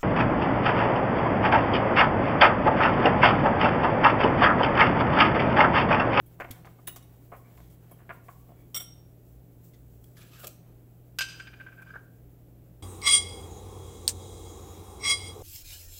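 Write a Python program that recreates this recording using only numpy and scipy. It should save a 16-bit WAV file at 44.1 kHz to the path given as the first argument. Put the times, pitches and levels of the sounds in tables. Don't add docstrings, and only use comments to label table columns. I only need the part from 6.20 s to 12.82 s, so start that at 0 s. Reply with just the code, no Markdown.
import sys
import numpy as np
from scipy import signal
from scipy.fft import rfft, irfft
from scipy.io import wavfile
from scipy.ndimage import map_coordinates

SR = 44100
rng = np.random.default_rng(int(sys.argv[2]) if len(sys.argv) > 2 else 0)


def unload_wav(signal):
    wavfile.write(
        sys.argv[1],
        SR,
        np.round(np.clip(np.atleast_2d(signal).T, -1, 1) * 32767).astype(np.int16),
    )


def voltage_ratio(decibels):
    exponent = np.asarray(decibels, float) / 20
    return 10 ** exponent


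N = 292118
T = np.arange(N) / SR

# pitch in Hz, level in dB, waver in dB.
MAINS = [(58.6, -63, -5.5), (120, -54, 0)]
# frequency in Hz, strength in dB per Hz.
RUMBLE = [(15, -40), (30, -10.5), (60, -16.5), (90, -10), (135, -20.5), (163, -4.5), (195, -18), (290, -15),
          (420, -20), (720, -27.5), (1000, -39), (1500, -43.5), (4000, -60.5)]
# frequency in Hz, strength in dB per Hz.
MIC_HISS = [(600, -8), (1500, -4.5), (3000, -6.5), (5000, -12.5), (7800, -14.5), (9300, -13), (11000, -5),
            (13000, -1.5), (16000, -1)]
RUMBLE_DB, MIC_HISS_DB, CUTOFF_HZ = -56.5, -69.5, 15720

# time in seconds, level in dB.
BUSTLE = [
    (0.0, -67),
    (0.5, -65.5),
    (2.18, -65.5),
    (2.39, -69),
    (2.6, -63),
    (3.17, -67.5),
    (3.9, -64),
    (4.4, -68.5),
    (6.62, -69.5),
]
# time of full pressure in seconds, level in dB.
STROKES = [
    (0.1, -64),
    (0.36, -56),
    (0.86, -61),
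    (1.29, -60.5),
    (1.67, -61),
    (1.93, -59.5),
    (2.311, -64.5),
    (2.75, -64.5),
    (3.44, -71),
    (4.478, -65),
]
PRESS_DB_PER_S, EASE_DB_PER_S, IDLE_DB, STIR_END_S = 56, 40, -79, 2.5
# frequency in Hz, strength in dB per Hz.
HISS = [(2500, -16.5), (4000, -15.5), (6000, -11.5), (7800, -5.5), (9300, -12), (11500, -6.5), (14000, -1),
        (16000, 2.5)]
# frequency in Hz, strength in dB per Hz.
SCRAPE = [(300, -20.5), (700, 4.5), (1200, -2.5), (2200, -7.5), (3300, -11), (5000, -19), (8000, -28)]
# pitch in Hz, level in dB, time to fall 60 dB in seconds.
SINGING = [(2250, -11, 0.035), (3260, -13, .05), (8400, -7, 0.027), (10500, 0, 0.034), (12370, 4, 0.023),
           (15130, 2.5, 0.022)]
# start in seconds, length in seconds, Hz, level in dB.
DRAGS = [
    (.27, 0.13, 2250, -71),
    (1.134, .07, 1150, -67),
    (1.21, 0.12, 2320, -73),
    (1.684, 0.096, 3210, -78),
    (1.91, .1, 1150, -73),
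    (2.27, 0.24, 3400, -82),
    (2.334, 0.13, 2330, -77.5),
]
PATCH_T60_S = 0.026

# time in seconds, peak level in dB.
TAPS = [(0.0608, -49), (0.8255, -52), (1.1618, -49), (1.7115, -45), (1.9345, -51), (2.3994, -62)]
# start in seconds, peak level in dB.
SWISHES = [
    (0.186, -23),
    (1.1618, -26),
    (2.0294, -26),
    (2.0906, -20.5),
    (3.4294, -21.5),
    (3.7489, -43),
    (4.1833, -11.5),
]

# time in seconds, peak level in dB, chatter length in seconds,
# clatter against ring in dB.
KNOCKS = [(0.188, -51, 0.027, 12), (0.2, -31, 0.07, 29.5), (0.2445, -23, 0.02, 7), (0.279, -44, 0.035, 9),
          (0.447, -35, 0.05, 2), (0.469, -38.5, 0.035, 15), (0.585, -47, 0.038, -5), (0.674, -33, 0.04, 2),
          (0.757, -40.5, 0.05, -3), (1.118, -33.5, 0.096, 2), (1.134, -44, 0.089, 18),
          (1.376, -47, 0.059, 8), (1.714, -43, 0.039, -2), (1.789, -56, 0.16, 24), (1.893, -32, 0.068, 25),
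          (2.084, -35, 0.055, -4), (2.288, -61, 0.077, -4), (2.318, -62, 0.066, -1), (2.549, -44, 0.055, 5),
          (2.602, -45.5, 0.061, 26.5)]
# time in
# seconds, peak level in dB.
BOUNCES = [(.2006, -25.5), (.2033, -26.5), (.2067, -34), (.2096, -26), (.2172, -25.5), (.2208, -43),
           (.2246, -41), (.2443, -32), (.2476, -30), (.2498, -32), (.2886, -41), (.4477, -36), (.4541, -40),
           (.4697, -42), (.4738, -43), (.6754, -45), (.6804, -37), (1.1187, -44), (1.1247, -59),
           (1.1362, -43), (1.145, -44), (1.1548, -49), (1.3775, -41), (1.4033, -42), (1.7149, -62),
           (1.8929, -31.5), (1.8982, -30), (1.9038, -37), (1.9112, -35), (2.0845, -37.5), (2.088, -42),
           (2.0925, -50), (2.0989, -53), (2.2919, -63), (2.3059, -63), (2.319, -64), (4.236, -36),
           (4.241, -41), (4.2693, -44), (4.2752, -47)]
# pitch in Hz, level in dB, time to fall 60 dB in seconds.
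BOARD = [(381, -10.5, 0.057), (578, -3, 0.0037), (722, 4, 0.019), (1039, -4.5, 0.044), (1145, -5.5, 0.048),
         (1240, -1.5, 0.018), (1468, -13.5, 0.065), (1690, -10, 0.022), (2146, -10.5, 0.05),
         (2360, -16.5, 0.015), (2770, -32, 0.049)]
# frequency in Hz, strength in dB per Hz.
BOARD_CLATTER = [(150, -27), (350, -7.5), (700, -5), (1500, 6.5), (2800, 3), (3600, -15), (5000, -13),
                 (16000, -32)]
THUD_HZ = [390, 570, 712, 1050]
# level in dB, time to fall 60 dB in seconds.
THUD = [(-38, 0.027), (-37.5, 0.032), (-37, 0.047), (-43, 0.021)]
# time in seconds, level in dB.
THUDS = [(.2035, 0), (.2175, -2), (.2445, -4.5), (.279, -18), (1.119, -6), (1.135, -7.5), (1.714, -11),
         (2.291, -16.5), (2.304, -14), (2.319, -14), (4.2355, -12)]

# time in seconds, peak level in dB,
# chatter length in seconds, clatter against ring in dB.
TICKS = [(0.2003, -35, 0.039, 8.5), (0.3075, -28, 0.016, 5), (0.309, -28, 0.045, 11.5),
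         (0.4519, -41.5, 0.054, 10), (0.7605, -33.5, 0.045, 17.5), (1.3713, -50, 0.076, 17),
         (1.4027, -48.5, 0.25, 12), (1.499, -52, 0.12, 18), (3.1941, -61, 0.032, 16),
         (3.5346, -44, 0.069, 8), (3.7489, -63, 0.025, 18), (3.8408, -54.5, 0.012, 32.5),
         (3.9185, -64, 0.02, 20), (3.968, -37, 0.053, 8.5), (4.1945, -52, 0.03, 17),
         (4.2447, -44.5, 0.013, 32.5), (4.2698, -32.5, 0.0082, 32.5), (4.2755, -34, 0.015, 27),
         (5.6187, -53, 0.035, 22.5)]
# time in seconds, peak level in dB.
SNAPS = [(.3095, -35), (.3107, -27), (.3133, -20), (.6725, -39), (.6764, -33), (.7606, -26), (.7663, -48),
         (.8265, -40.5), (1.3725, -57), (1.4045, -51), (1.6962, -56), (1.7121, -44), (2.5456, -36),
         (3.8407, -62), (4.2478, -41), (4.27, -47), (4.2714, -31), (4.2755, -41), (4.2769, -27),
         (4.9873, -26.5), (5.008, -26)]
# pitch in Hz, level in dB, time to fall 60 dB in seconds.
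TICK_BODY = [(2105, -8, 0.0065), (3470, -8, 0.0065), (4520, 1, 0.0013), (6450, -9.5, 0.005)]
# frequency in Hz, strength in dB per Hz.
TICK = [(1470, -51), (2500, -1), (2700, -9), (3280, 3), (3660, -8.5), (7190, -2), (7770, -0.5),
        (9220, -5.5), (12600, 3), (16000, -0.5)]

# pitch in Hz, level in dB, time to fall 60 dB in seconds.
THUMP = [(109, -32.5, 0.082), (251, -39, 0.083)]
THUMP_S = .3045

# time in seconds, peak level in dB.
CLINKS = [
    (0.67, -20.5),
    (0.6834, -35),
]
# pitch in Hz, level in dB, time to fall 60 dB in seconds.
HELD_MODES = [(1950, -16, 0.03), (2913, -8.5, 0.056), (3750, -4.5, 0.014), (5130, -14, 0.014),
              (6350, -20, 0.063), (6980, -16, .02), (9330, -8, 0.023), (10730, 0, 0.025), (12500, -8, .025),
              (12800, -8, .03), (11720, -15, .02), (14800, -6, .025), (15500, 2, .03), (15800, -3, .025)]
# frequency in Hz, strength in dB per Hz.
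HELD_CLATTER = [(880, -59), (1500, -10), (1620, 1), (3250, -10), (3690, -14), (5660, -26), (9010, -2),
                (10000, -18), (10500, -13), (16000, -16)]
PING_HZ = [3750, 5650, 9300]
# level in dB, time to fall 60 dB in seconds.
PING = [(-62, .06), (-65, .04), (-68, .08)]
# time in seconds, level in dB.
PINGS = [(.8262, 0)]

# time in seconds, peak level in dB.
DROP = [
    (2.5448, -24),
    (2.5535, -31.5),
    (2.5615, -23.5),
    (2.5715, -27),
    (2.592, -45),
    (2.5985, -30.5),
    (2.607, -35.5),
    (2.6189, -39.5),
    (2.7241, -67),
]
# pitch in Hz, level in dB, time to fall 60 dB in seconds.
FREE_MODES = [(1290, -23, 0.0507), (1360, -9.5, 0.046), (2170, -9, 0.026), (3170, -1.5, 0.046),
              (3080, -11, 0.037), (3300, -10, 0.064), (3400, -6.5, 0.035), (3575, -1, 0.024),
              (5597, -6, .07), (5660, -10, .06), (6866, -22, .04), (7650, -4, .04), (7960, -12, .025),
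             (8500, -4, .06), (8410, -5, .035), (10800, -11, .09), (11772, -6, .08), (11900, -12, .06),
             (12700, -9, .045), (12580, -6, .06), (14285, -3, .045), (15220, 0, .045)]
# frequency in Hz, strength in dB per Hz.
FREE_CLATTER = [(800, -40), (1300, -8), (2300, -29), (3300, 9), (4400, -26), (5600, -4.5), (8000, 14),
                (9600, 9.5), (12500, 4.5), (16000, 4)]
BOWL_RING_HZ = [3090, 3206, 3327, 3435, 3530, 5599, 5669, 7644, 8409, 8500, 10820, 12580, 14300, 15210]
# level in dB, time to fall 60 dB in seconds.
BOWL_RING = [(-50, .49), (-65, 0.76), (-46, 0.62), (-57.5, .6), (-67, .5), (-52, 0.63), (-56, .49),
             (-59, 0.11), (-56, 0.8), (-64, .38), (-49, .32), (-61, .27), (-56, .5), (-55, .25)]
# time in seconds, level in dB.
BOWL_STRUCK = [(2.546, -11), (2.6, -11), (2.562, -14.5)]
SPOON_CLANG_HZ = [5593, 8419, 14290]
# level in dB, time to fall 60 dB in seconds.
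SPOON_CLANG = [(-26, 0.081), (-45, .1), (-33, .08)]
# time in seconds, level in dB.
SPOON_BLOWS = [(2.5455, -5), (2.5535, -3.5), (2.562, -8)]
# start in seconds, length in seconds, peak in dB.
SPOON_SWELLS = [
    (2.548, .04, -37.5),
    (2.72, 0.02, -54),
]

# time in seconds, level in dB.
TWIST = [(3.955, -74), (3.98, -57.5), (4.078, -60.5), (4.168, -58.5), (4.2, -56.5), (4.224, -60),
         (4.247, -50), (4.262, -65)]
# frequency in Hz, strength in dB per Hz.
THREAD = [(410, -30), (700, -8.5), (1020, -11), (1180, -1), (1350, -4), (1970, -8.5), (2530, -2),
          (3110, -2.5), (6650, -11), (7590, -6.5), (9480, -19.5), (11700, -7), (16000, -10)]
# pitch in Hz, level in dB, time to fall 60 dB in seconds.
GRIP = [(1280, -8.5, 0.014), (1640, 2.5, 0.021), (2570, -1, 0.01), (3280, 1, .01), (6320, -4.5, .008),
        (9900, 4.5, 0.013)]
# start in seconds, length in seconds, Hz,
# level in dB.
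GRIPS = [(3.965, 0.037, 1710, -59.5), (3.992, 0.063, 2460, -68), (4.108, 0.063, 1310, -65),
         (4.165, 0.063, 2930, -67), (4.187, 0.055, 1460, -59.5), (4.26, 0.0099, 7560, -59),
         (4.274, 0.014, 2850, -62)]
# time in seconds, peak level in dB.
POPS = [
    (4.2352, -37),
    (4.247, -50),
    (4.269, -47),
]
# pitch in Hz, level in dB, time to fall 60 dB in seconds.
JAR = [(343, -6, 0.039), (435, -10, 0.077), (598, 3.5, 0.029), (630, 5.5, 0.026), (1320, -1, 0.022),
       (1580, -11, 0.032)]

# time in seconds, peak level in dB, chatter length in seconds,
# clatter against ring in dB.
LANDING = [
    (4.987, -8.5, 0.023, 16),
    (5.0078, -14, 0.059, 19),
    (5.0407, -40, 0.054, 29),
    (5.0844, -35.5, 0.16, 21.5),
    (5.1194, -40, 0.17, 11),
    (5.1744, -37, 0.26, 12),
]
# pitch in Hz, level in dB, time to fall 60 dB in seconds.
LID_MODES = [(1416, -19.5, .022), (1558, -4, .045), (1600, -14, .035), (2360, -14, .025), (2651, -10, .035),
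             (2790, -13, .027), (2890, -16, .03), (3070, -9, .04), (3110, -14, .03), (3215, -11, .03),
             (4890, -10, .08), (8450, -14, .036), (12520, -11, .05)]
# frequency in Hz, strength in dB per Hz.
LID_CLATTER = [(400, -38.5), (700, -28), (1300, -6), (1900, -13), (2500, 4.5), (3500, -1.5), (5000, -2.5),
               (8000, -8.5), (9500, -14.5), (13000, -11), (16000, -15.5)]
LID_CLANG_HZ = [1416, 1557, 2358, 2651, 2787, 2887, 3069, 3216, 3357, 3554, 4357, 4728, 4998, 6110]
# level in dB, time to fall 60 dB in seconds.
LID_CLANG = [(-45, 0.047), (-35, .06), (-41, 0.054), (-40, 0.065), (-37, 0.046), (-40, .04), (-33, 0.092),
             (-38.5, .05), (-42, .05), (-40, .05), (-47, .05), (-57, .05), (-40, .05), (-36, .04)]
# time in seconds, level in dB.
LID_BLOWS = [(4.9874, 0.031), (5.0082, 1.3)]
LID_RING_HZ = [3741, 4210, 4592, 4857, 4888, 4919, 5922, 7666, 8414, 8603, 12460]
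# level in dB, time to fall 60 dB in seconds.
LID_RING = [(-61, .6), (-59.5, .6), (-58, .6), (-49, .2), (-41.5, 0.44), (-51, .3), (-60.5, .6), (-63, .4),
            (-54.5, .33), (-54.5, 0.19), (-55, .2)]
# time in seconds, level in dB.
LID_STRUCK = [(4.988, -7), (5.0844, -7.5), (5.1744, -21.5)]
# start in seconds,
# length in seconds, peak level in dB.
LID_SWELLS = [(4.986, 0.019, -26), (5.0075, 0.022, -27), (5.196, 0.017, -40.5), (5.272, 0.016, -48),
              (5.4, 0.022, -41), (5.463, 0.015, -42), (5.483, 0.0097, -51), (5.57, 0.038, -54),
              (5.617, 0.016, -45), (5.661, 0.022, -47.5), (5.756, 0.012, -33.5)]
LID_SWELL_HZ, LID_LOW_CUT_HZ = 1559, 460
LAND_CONTACT_MS, BOUNCE_CONTACT_MS = 0.03, 0.11

# time in seconds, level in dB.
ROLLING = [(5.03, -81), (5.04, -67), (5.158, -49), (5.218, -55), (5.442, -55.5), (5.62, -65), (5.696, -53),
           (5.8, -60.5)]
# pitch in Hz, level in dB, time to fall 60 dB in seconds.
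LID_DOWN = [(1253, -18, .02), (1424, -9, .017), (1585, -4, .035), (1557, -7, .055), (1637, -8, .025),
            (2420, -4.5, .022), (2560, -10.5, .01), (3100, -18, .012), (4900, -22, .11)]
# frequency in Hz, strength in dB per Hz.
RIM_CLATTER = [(600, -42.5), (1200, -9.5), (1900, -12), (2400, -0.5), (3100, -4.5), (4000, -14),
               (6500, -16.5), (10000, -25.5)]
# time in seconds, peak level in dB, chatter length in seconds.
ROCKING = [(5.197, -30.5, 0.029), (5.204, -35.5, 0.018), (5.264, -45, 0.044), (5.2683, -35, 0.053),
           (5.332, -35.5, 0.037), (5.397, -35.5, 0.057), (5.408, -36, 0.022), (5.463, -33.5, 0.04),
           (5.481, -35.5, 0.034), (5.518, -40, 0.074), (5.573, -39.5, 0.13), (5.6198, -34, 0.024),
           (5.623, -34.5, 0.026), (5.663, -36, 0.083), (5.702, -30, .015)]
ROCK_CONTACT_MS, ROCK_SOFTENS_MS_PER_S = 0.14, 0.93
ROCK_CLATTER_DB, ROCK_CALMS_DB_PER_S = 15.5, 18
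# time in seconds, peak level in dB.
SETTLING = [(5.724, -55), (5.731, -45), (5.7375, -39), (5.7465, -44), (5.7576, -32), (5.7635, -40)]
SLAP_HZ = [1100, 1284, 1424, 1572, 1720, 1600]
# level in dB, time to fall 60 dB in seconds.
SLAP = [(-54, .011), (-42, 0.025), (-44.5, 0.035), (-36, 0.022), (-45, 0.014), (-63, 0.51)]
# time in seconds, level in dB.
SLAPS = [
    (5.7055, -10),
    (5.7385, 0),
    (5.7475, -4),
    (5.758, 4.5),
    (5.763, -7),
]
SLAP_CUT_HZ = 2360

# frequency in Hz, time to fall 60 dB in seconds.
ROOM_T60 = [(300, 0.5), (1500, 0.41), (5000, 0.46), (15000, 0.24)]
ROOM_DB = -9


def at_hz(points, hz):
    table_hz, values = np.transpose(points)
    return np.interp(np.log(hz + 1e-9), np.log(table_hz), values)


def rms_one(x):
    return x / np.sqrt(np.mean(x ** 2) + 1e-20)


def coloured(x, spectrum):
    cepstrum = irfft(np.log(voltage_ratio(at_hz(spectrum, np.arange(2049) * SR / 4096))))
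    cepstrum[1:2048] *= 2
    cepstrum[2049:] = 0
    pulse = irfft(np.exp(rfft(cepstrum)))[:2048]
    return signal.fftconvolve(x, pulse / np.linalg.norm(pulse))[:len(x)]


def drift(rate):
    knots = rng.standard_normal(400)
    return map_coordinates(knots, [T * min(rate, 50)], order=3)


def grit(size, per_s, spread_db):
    born, strength, sign = rng.random((3, size))
    loudness = voltage_ratio(spread_db * np.minimum(-np.log(strength + 1e-9), 2.6))
    return (born < per_s / SR) * loudness * np.sign(sign - .5)


def ring(force, hz, level_db, t60):
    r, w = voltage_ratio(-60 / (t60 * SR)), 2 * np.pi * hz / SR
    return signal.lfilter([0, voltage_ratio(level_db) * np.sin(w)], [1, -2 * r * np.cos(w), r * r], force)


def rows(events, **rule):
    return np.column_stack([events, *[np.broadcast_to(v, len(events)) for v in rule.values()]])


def struck(events, modes, clatter, per_s, level_db, rise=1e-5, size=7000):
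    out, t = np.zeros(N + size), np.arange(size) / SR
    for s, peak_db, length, clatter_db, contact_ms in events:
        force = grit(size, per_s, spread_db=2.5) + 1e-18
        force[0] = 1.12
        force = force * voltage_ratio(-60 * np.minimum(t / max(length, .002), 3) ** 2.05) + 1e-18
        force = force * np.minimum((t + 1e-5) / rise, 1)
        sound = voltage_ratio(clatter_db) * coloured(force, clatter)
        for mode in modes:
            uneven = 0.6 + 0.62 * rng.uniform(-2.64, 1.64, size) * (t > 0)
            sound += ring(force * uneven, *mode)
        dull_hz = np.clip(1000 / contact_ms, 200, .45 * SR)
        soft = signal.butter(3, dull_hz, fs=SR, output="sos")
        at = round(s * SR)
        out[at:at + size] += voltage_ratio(peak_db + level_db) * signal.sosfilt(soft, sound)
    return out[:N]


def ringing(strikes, pitches, modes, order=1):
    s, strike_db = np.transpose(strikes)
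    force = np.full(N, 1e-18)
    force[(s * SR).astype(int)] = voltage_ratio(strike_db)
    out = np.zeros(N)
    for k, (hz, mode) in enumerate(zip(pitches, modes)):
        out += (-1) ** (k * order) * ring(force, hz, *mode)
    return out


def pumped(swells, hz):
    swell = np.zeros(N)
    for s, length, peak_db in swells:
        swell += voltage_ratio(peak_db) * np.sin(np.pi * np.clip((T - s) / length, 0, 1)) ** 0.46
    return swell * np.sin(2 * np.pi * hz * T)


def patches(grains, events):
    out = np.zeros(N)
    for s, length, hz, level_db in events:
        at, size = round(s * SR), round(length * SR)
        swell = np.sin(np.pi * np.arange(size) / size)
        out[at:at + size] += voltage_ratio(level_db) * swell * rms_one(ring(grains[at:at + size], hz, 0, PATCH_T60_S))
    return out


def thin(x):
    return signal.sosfilt(signal.butter(3, LID_LOW_CUT_HZ, "high", fs=SR, output="sos"), x)


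def refrigerator():
    out = voltage_ratio(RUMBLE_DB) * coloured(rng.standard_normal(N), RUMBLE)
    for hz, db, waver_db in MAINS:
        level = np.sqrt(2) * voltage_ratio(db + waver_db * drift(rate=11.0))
        out += level * np.sin(2 * np.pi * hz * T + 0.68 * drift(rate=7))
    return out


def pressure_db():
    out = np.full(N, float(IDLE_DB))
    for s, db in STROKES:
        out = np.maximum(out, db - np.maximum(PRESS_DB_PER_S * (s - T), EASE_DB_PER_S * (T - s)))
    return out


def stirring():
    s, hiss_db = np.transpose(BUSTLE)
    hiss = rms_one(coloured(grit(N, per_s=6700, spread_db=1.5), HISS))
    scrape = rms_one(coloured(grit(N, per_s=2800, spread_db=1.0), SCRAPE))
    song = np.zeros(N)
    for mode in SINGING:
        rubs = voltage_ratio(5.4 * drift(rate=12)) * grit(N, per_s=880, spread_db=1.5)
        song += ring(rubs + 1e-18, *mode)
    hiss = hiss + voltage_ratio(-16.5) * rms_one(song) * (T < STIR_END_S)
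    flicker_db = 2.0 * drift(rate=24)
    hiss = voltage_ratio(np.interp(T, s, hiss_db) + flicker_db) * hiss
    return hiss + voltage_ratio(pressure_db() - 8.5 + flicker_db) * scrape + patches(scrape, DRAGS)


def spoon_taps():
    taps = rows(TAPS, length=0.048, clatter_db=15, contact_ms=.046)
    return struck(taps, SINGING, HISS, per_s=2000, level_db=-22.5)


def brushes():
    swishes = rows(SWISHES, length=0.2, clatter_db=-1.5, contact_ms=0.029)
    return struck(swishes, [], HISS, per_s=5800, level_db=-28.5, rise=0.014)


def bowl_knocks():
    knocks = struck(rows(KNOCKS, contact_ms=0.53), BOARD, BOARD_CLATTER, per_s=820, level_db=-17.0, rise=0.0015)
    bounces = rows(BOUNCES, length=0.0038, clatter_db=17.0, contact_ms=0.35)
    knocks -= struck(bounces, BOARD, BOARD_CLATTER, per_s=420, level_db=-13.0, size=2500)
    return knocks + ringing(THUDS, THUD_HZ, THUD)


def dry_ticks():
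    ticks = struck(rows(TICKS, contact_ms=.046), TICK_BODY, TICK, per_s=4500, level_db=-22.5)
    snaps = rows(SNAPS, length=0.0032, clatter_db=21.5, contact_ms=.046)
    return ticks + struck(snaps, TICK_BODY, TICK, per_s=1800, level_db=-23.0, size=2500)


def thump():
    push = np.full(N, 1e-18)
    push[round(THUMP_S * SR)] = 1
    return sum(ring(push, *mode) for mode in THUMP)


def spoon_clinks():
    clinks = rows(CLINKS, length=0.043, clatter_db=10.5, contact_ms=0.049)
    clinks = struck(clinks, HELD_MODES, HELD_CLATTER, per_s=2700, level_db=-23.0, rise=0.0037)
    return clinks + ringing(PINGS, PING_HZ, PING)


def dropped_spoon():
    drop = rows(DROP, length=0.035, clatter_db=14.5, contact_ms=.048)
    rattle = struck(drop, FREE_MODES, FREE_CLATTER, per_s=1700, level_db=-22.5)
    clang = ringing(SPOON_BLOWS, SPOON_CLANG_HZ, SPOON_CLANG) + pumped(SPOON_SWELLS, SPOON_CLANG_HZ[0])
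    return rattle + clang + ringing(BOWL_STRUCK, BOWL_RING_HZ, BOWL_RING)


def lid_twist():
    s, level_db = np.transpose(TWIST)
    grains = rms_one(coloured(grit(N, per_s=10000, spread_db=5.5), THREAD))
    damped = np.zeros(N)
    for mode in GRIP:
        rubs = voltage_ratio(5.3 * drift(rate=25)) * grit(N, per_s=5700, spread_db=-2.5)
        damped += ring(rubs + 1e-18, *mode)
    sound = grains + voltage_ratio(-6.0) * rms_one(damped)
    level = voltage_ratio(np.interp(T, s, level_db, -120, -120) + 2.5 * drift(rate=39))
    return level * sound + patches(grains, GRIPS)


def jar_pops():
    pops = rows(POPS, length=0.073, clatter_db=-10.0, contact_ms=0.53)
    return struck(pops, JAR, BOARD_CLATTER, per_s=630, level_db=-15.0, rise=0.0008)


def lid_landing():
    contact_ms = [LAND_CONTACT_MS] + [BOUNCE_CONTACT_MS] * (len(LANDING) - 1)
    lands = rows(LANDING, contact_ms=contact_ms)
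    jangle = struck(lands, LID_MODES, LID_CLATTER, per_s=6000, level_db=-29, size=14000)
    clang = ringing(LID_BLOWS, LID_CLANG_HZ, LID_CLANG, order=0)
    swells = pumped(LID_SWELLS, LID_SWELL_HZ)
    return thin(jangle + clang) + swells + ringing(LID_STRUCK, LID_RING_HZ, LID_RING)


def lid_rolling():
    s, level_db = np.transpose(ROLLING)
    grind = grit(N, per_s=2900, spread_db=3.5) + 1e-18
    sound = sum(ring(grind, *mode) for mode in LID_DOWN) + voltage_ratio(16.5) * coloured(grind, RIM_CLATTER)
    return voltage_ratio(np.interp(T, s, level_db - 7.5, -120, -120)) * rms_one(sound)


def lid_rocking():
    since = np.array(ROCKING)[:, 0] - ROCKING[0][0]
    rocks = rows(ROCKING, clatter_db=ROCK_CLATTER_DB - ROCK_CALMS_DB_PER_S * since,
                 contact_ms=ROCK_CONTACT_MS + ROCK_SOFTENS_MS_PER_S * since)
    return thin(struck(rocks, LID_DOWN, RIM_CLATTER, per_s=3100, level_db=-21.0, rise=0.0018))


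def lid_settling():
    settling = rows(SETTLING, length=0.036, clatter_db=-0.5, contact_ms=0.68)
    settling = struck(settling, LID_DOWN[:5], BOARD_CLATTER, per_s=1100, level_db=-10.5, rise=0.001)
    dull = signal.butter(4, SLAP_CUT_HZ, fs=SR, output="sos")
    return settling + signal.sosfilt(dull, ringing(SLAPS, SLAP_HZ, SLAP))


def kitchen(x):
    t = np.arange(SR // 2) / SR
    edges = 150 * 2 ** np.arange(0, 7.1, .5)
    white, tail = rng.standard_normal(len(t)), 0
    for low, high in zip(edges, edges[1:]):
        band = signal.sosfilt(signal.butter(2, [low, high], "band", fs=SR, output="sos"), white)
        tail = tail + band * voltage_ratio(-60 * t / at_hz(ROOM_T60, np.sqrt(low * high)))
    tail = tail * np.clip((t - .002) / 0.0038, 0, 1)
    return signal.fftconvolve(x, tail / np.linalg.norm(tail))[:N]


def scene():
    near = stirring() + spoon_taps() + brushes() + bowl_knocks() + dry_ticks() + spoon_clinks()
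    near += dropped_spoon() + lid_twist() + jar_pops()
    near += lid_landing() + lid_rolling() + lid_rocking() + lid_settling()
    return (near + voltage_ratio(ROOM_DB) * kitchen(near) + thump() + refrigerator())[None]


def band_limit(x):
    return signal.sosfilt(signal.butter(12, 16120, fs=SR, output="sos"), x)


def record(dry):
    noisy = dry + voltage_ratio(MIC_HISS_DB) * coloured(rng.standard_normal(N), MIC_HISS)
    top_cut = signal.ellip(10, .5, 62, CUTOFF_HZ, fs=SR, output="sos")
    mix = signal.sosfilt(top_cut, noisy)
    return band_limit(mix)


dry = scene()
out = record(dry)
unload_wav(out)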